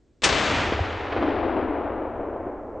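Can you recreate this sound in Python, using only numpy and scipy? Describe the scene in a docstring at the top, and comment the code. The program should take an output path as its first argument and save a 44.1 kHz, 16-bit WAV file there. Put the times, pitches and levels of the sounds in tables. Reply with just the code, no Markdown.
"""At the edge of a meadow, one rifle shot close by. Noise bursts make the report, and it overloads the
microphone. Random small reflections scatter back from grass and weeds, duller the later they arrive.
The bullet's slap and thud, short swelling tones, return from far off, and about a second after the shot
the tree line answers with a long roll of reflections, pressure pulses and a low boom."""
import sys
import numpy as np
from scipy import signal
from scipy.fft import rfft, irfft, next_fast_len
from scipy.io import wavfile
from scipy.ndimage import uniform_filter1d

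SR = 44100
rng = np.random.default_rng(int(sys.argv[2]) if len(sys.argv) > 2 else 0)


def generate_wav(signal):
    """Clip the signal to [-1, 1] and save it as 16-bit WAV at the path in sys.argv[1]."""
    frames = np.transpose(np.atleast_2d(signal))
    scaled = np.clip(frames, -1, 1) * 32767
    pcm = np.round(scaled).astype(np.int16)
    wavfile.write(sys.argv[1], SR, pcm)


N = 123479
T = np.arange(N) / SR  # seconds
SIZE = next_fast_len(N // 2 + SR // 8, True) * 2  # FFT length, with room for filter tails
HZ = np.maximum(np.arange(SIZE // 2 + 1) * SR / SIZE, 1)

# Parts of the report. Each row: delay after the crack in seconds, level in dB, hold in seconds,
# fall in dB per second, centre in Hz, width (standard deviation) in octaves.
REPORT_BURSTS = [(0, -22, 0.0042, 908.5, 2000, 1.8), (.0042, -14.5, 0.0071, 482.5, 3880, .9),
                 (.009, -21.5, 0.025, 401.5, 1080, 1.4), (0.018, -20, 0.0054, 1000.5, 420, 1.2)]
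# Sharp returns from single bushes, trees and wood edges. Each row: arrival in seconds, pulse peak in dB,
# scatter level in dB before filtering and distance loss, scatter decay length in seconds.
SHARP_RETURNS = [(0.29, -25, -3.5, .01), (0.325, -26, -5, 0.0085), (0.724, -12, -6, 0.016),
                 (0.844, -27, -7.5, 0.013), (.926, -27, -9, 0.0068), (1.122, -38, 2, 0.009),
                 (1.164, -22, 0.5, 0.0068), (1.174, -22, 0.5, 0.004), (1.226, -16, 0, 0.0091),
                 (1.254, -25, -7, 0.03), (1.286, -13, -1.5, .018), (1.342, -18, -15.5, 0.01),
                 (1.436, -18, -4, 0.045), (1.564, -16.5, -1, 0.027), (1.729, -21, -4.5, 0.023),
                 (2.143, -25, -11.5, 0.014), (2.194, -16.5, -4.5, .03), (2.361, -21.5, -3, 0.02),
                 (2.469, -21, 2, .008), (2.565, -31.5, -7, 0.017), (2.749, -43, -23, 0.016)]
# Strength of the scatter before filtering and distance loss. 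Each row: time in seconds, level in dB.
FIELD_LEVEL = [(.24, -12.5), (.29, -2.5), (.37, 0.5), (.48, 1), (.62, 2), (.73, -1.5), (.82, -2.5),
               (.95, -2.5), (1.135, -2), (1.22, -2), (1.8, -8)]
WOODS_LEVEL = [(1.0, -51), (1.11, -15), (1.148, -18), (1.17, -6.5), (1.2, -5.5), (1.3, -3), (1.39, -2),
               (1.5, -1.5), (1.63, -1.5), (1.8, -0.5), (1.95, -0.5), (2.1, -1.5), (2.3, -1.5), (2.5, -1),
               (2.66, -4.5), (2.8, -2.5)]
# Level of the deep rumble and of the tree line's low boom. Each row: time in seconds, level in dB.
RUMBLE_LEVEL = [(.24, -43), (.27, -36.5), (.35, -31.5), (.44, -45), (.5, -35), (.59, -32.5), (.63, -39),
                (.69, -29.5), (.77, -32.5), (.88, -36), (1.12, -41), (1.18, -32.5), (1.26, -40.5),
                (1.45, -37), (1.7, -41), (1.95, -46), (2.25, -47.5), (2.8, -53)]
BOOM_LEVEL = [(1.08, -71), (1.17, -30.5), (1.225, -25), (1.29, -27), (1.38, -34), (1.45, -30.5), (1.6, -29),
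              (1.72, -29.5), (1.85, -36.5), (2.2, -46), (2.8, -59.5)]
# Side from which the sound returns. Each row: time in seconds, left minus right in dB.
BEARING = [(.24, 3.5), (.35, 4), (.45, 3), (.62, 0), (.8, 1.5), (1.12, 0.3), (1.4, 3.5), (1.65, 3),
           (2.1, 2), (2.8, 0)]
# Tone colours for unit white noise. Each row: frequency in Hz, level in dB per half octave.
FIELD_SPECTRUM = [(60, -57.5), (115, -38), (170, -36.5), (310, -31.5), (450, -33.5), (600, -32),
                  (950, -31.5), (1800, -29), (2600, -28), (3600, -29), (5000, -33), (7000, -33.5),
                  (8200, -39.5), (9000, -49.5)]
WOODS_SPECTRUM = [(90, -48.5), (160, -56), (215, -42.5), (290, -31.5), (430, -26), (620, -23.5), (880, -23),
                  (1300, -23.5), (1800, -24), (2500, -22), (3600, -22.5), (5000, -23.5), (6500, -29),
                  (8500, -62)]
BOOM_SPECTRUM = [(100, -43), (160, -19.5), (215, -5), (285, 10.5), (340, 10.5), (420, -8), (700, -51)]
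RUMBLE_SPECTRUM = [(18, -47), (35, -6), (55, 4), (80, 11.5), (105, 8), (150, -34.5), (300, -86)]
STILL_AIR_SPECTRUM = [(20, -80), (45, -71), (110, -70), (165, -78), (320, -67), (620, -77), (950, -85),
                      (2500, -87), (5000, -87), (7000, -85), (8000, -87), (9000, -96)]
# The bullet strikes. Each row: start in seconds, pitch in Hz, envelope peak in dB, rise time in seconds.
BULLET_STRIKES = [(.7915, 650, -13, 0.0015), (.802, 85, -18.5, 0.0097), (.792, 2500, -34, .0005)]

BLAST_S, CRACK_S = .22, .2345  # scatter and rumble begin and flight time counts from here; report begins
FIELD_AIR_DB_PER_S, WOODS_AIR_DB_PER_S = 7.5, 9  # treble loss at 1 kHz, greater among trees
AIR_POWER = .86  # how that loss grows with frequency
GROUND_HZ, GROUND_OCTAVES, GROUND_DB_PER_S = 167, .58, 20  # soft ground cancels a band, more with distance
FIELD_RETURNS_PER_S, WOODS_RETURNS_PER_S = 9000, 4000  # density of the scatter
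FIELD_SIDE_DB, WOODS_SIDE_DB, REPORT_SIDE_DB = -16.5, -22, -13  # gain of the stereo difference
PULSE_HZ = 400  # centre of a returning pressure pulse
OVERLOAD = .38  # amplitude ceiling of the input
CUTOFF_HZ = 8900


def amp(db):
    """Decibels to gain."""
    return 10 ** (np.asarray(db) / 20)


def curve(rows):
    """A control joined by straight lines in time."""
    return np.interp(T, *np.transpose(rows))


def colour(x, spectrum):
    """Causal minimum-phase filter that gives unit white noise the listed half-octave levels."""
    hz, db = np.transpose(spectrum)
    width = np.maximum(HZ, hz[0]) * np.log(2) / 2
    level = amp(np.interp(np.log(HZ), np.log(hz), db))
    gain = level * np.sqrt(SR / 2 / width)
    # folding the cepstrum forward in time keeps the filter from ringing ahead of a sound
    cepstrum = irfft(np.log(gain))
    cepstrum[1:SIZE // 2] *= 2
    cepstrum[SIZE // 2 + 1:] = 0
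    response = np.exp(rfft(cepstrum))
    return irfft(rfft(x, SIZE) * response)[..., :N]


def stereo(mid, side, side_db):
    """Left and right from a common and a differing part."""
    return mid + amp(side_db) * side * np.array([[1], [-1]])


def steady(x):
    """Even out slow chance swells to an rms near 1."""
    power = uniform_filter1d(np.mean(x ** 2, axis=0), size=3000)
    return x / np.sqrt(power + 1e-12)


def returns(per_s, spread_db):
    """Many small reflections at random times, of either sign and uneven size; rms 1."""
    hits = rng.random(N) < per_s / SR
    signs = rng.choice([-1, 1], N)
    sizes = amp(spread_db * np.clip(rng.standard_normal(N), -2, 2))
    x = hits * signs * sizes
    return x / x.std()


def travel(x, air_db_per_s, ground_db_per_s):
    """Later sound has come farther: the air takes the treble, the ground a low band."""
    centres = np.geomspace(60, 10000, 20)
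    flight = np.maximum(T - BLAST_S, 0)
    spectrum = rfft(x, SIZE)
    out = 0
    for hz, share in zip(centres, np.eye(len(centres))):
        # overlapping triangular bands that add up to the whole
        band = irfft(spectrum * np.interp(HZ, centres, share))[..., :N]
        air = air_db_per_s * (hz / 1000) ** AIR_POWER
        ground = ground_db_per_s * np.exp(-.5 * (np.log2(hz / GROUND_HZ) / GROUND_OCTAVES) ** 2)
        out = out + band * amp(-flight * (air + ground))
    return out


def still_air():
    """The quiet meadow: steady coloured noise, slightly wide."""
    return stereo(*colour(rng.standard_normal((2, N)), STILL_AIR_SPECTRUM), side_db=-12)


def field():
    """Dense scatter from grass and weeds, losing treble and a low band with flight time."""
    reflections = returns(FIELD_RETURNS_PER_S, spread_db=2.5)
    scatter = stereo(reflections, rng.standard_normal(N), FIELD_SIDE_DB)
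    scatter = scatter * amp(curve(FIELD_LEVEL)) * (T >= BLAST_S)
    return travel(colour(scatter, FIELD_SPECTRUM), FIELD_AIR_DB_PER_S, GROUND_DB_PER_S)


def rumble():
    """The deepest part of the blast rolls along the ground: evened-out low noise on a level curve."""
    roll = colour(stereo(*rng.standard_normal((2, N)), side_db=-19), RUMBLE_SPECTRUM)
    fade_in = np.clip((T - BLAST_S) / .004, 0, 1)
    return steady(roll) * amp(curve(RUMBLE_LEVEL)) * fade_in


def report():
    """Crack, bright blast and a low push: noise bursts that start at once, hold and fall."""
    out = 0
    for delay, db, hold, fall, hz, octaves in REPORT_BURSTS:
        age = T - CRACK_S - delay
        shape = np.exp(-.5 * (np.log2(HZ / hz) / octaves) ** 2) / np.sqrt(HZ)
        noise = irfft(rfft(rng.standard_normal((2, N)), SIZE) * shape)[:, :N]
        envelope = (age >= 0) * amp(db - fall * np.maximum(age - hold, 0))
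        out = out + stereo(*noise / noise.std(), REPORT_SIDE_DB) * envelope
    return out


def woods():
    """A roll of reflections from the trees, with rounded pressure pulses that each trail their own scatter."""
    power = amp(curve(WOODS_LEVEL)) ** 2 * (T > WOODS_LEVEL[0][0])
    pulses = 0
    for s, pulse_db, scatter_db, length in SHARP_RETURNS:
        spread = (np.pi * PULSE_HZ * (T - s)) ** 2
        # a deep trough between two low humps
        pulses = pulses + amp(pulse_db) * (2 * spread - 1) * np.exp(-spread)
        power = power + (T >= s) * amp(scatter_db) ** 2 * np.exp(-np.abs(T - s) / length)
    reflections = returns(WOODS_RETURNS_PER_S, spread_db=2)
    scatter = stereo(reflections, rng.standard_normal(N), WOODS_SIDE_DB)
    roll = colour(scatter * np.sqrt(power), WOODS_SPECTRUM)
    return pulses + travel(roll, WOODS_AIR_DB_PER_S, ground_db_per_s=0)


def impact():
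    """The bullet's distant slap and thud, each a sine under a quick swell and decay."""
    out = 0
    for s, hz, db, rise in BULLET_STRIKES:
        age = np.maximum(T - s, 0)
        swell = (age / rise) ** 2 * np.exp(2 * (1 - age / rise))
        out = out + amp(db) * swell * np.sin(2 * np.pi * hz * age)
    return out


def boom():
    """The low-mid body of the tree line's echo, strongest from the nearest wall of trees."""
    reflections = returns(WOODS_RETURNS_PER_S, spread_db=5.5)
    roll = colour(stereo(reflections, rng.standard_normal(N), WOODS_SIDE_DB), BOOM_SPECTRUM)
    return steady(roll) * amp(curve(BOOM_LEVEL)) * (T > BOOM_LEVEL[0][0])


def scene():
    """Shot and echoes, swinging a little to the left, with the centred bullet strikes over a quiet meadow."""
    swing = amp(curve(BEARING) * np.array([[.5], [-.5]]))
    shot = (field() + rumble() + report() + woods() + boom()) * swing
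    return still_air() + shot + impact()


def record(dry):
    """The blast overloads the input, which rounds off its peaks; then the top is cut steeply."""
    clipped = dry / (1 + (dry / OVERLOAD) ** 4) ** .25
    top_cut = signal.ellip(10, .2, 80, CUTOFF_HZ, fs=SR, output="sos")
    return signal.sosfilt(top_cut, clipped)


dry = scene()
out = record(dry)
generate_wav(out)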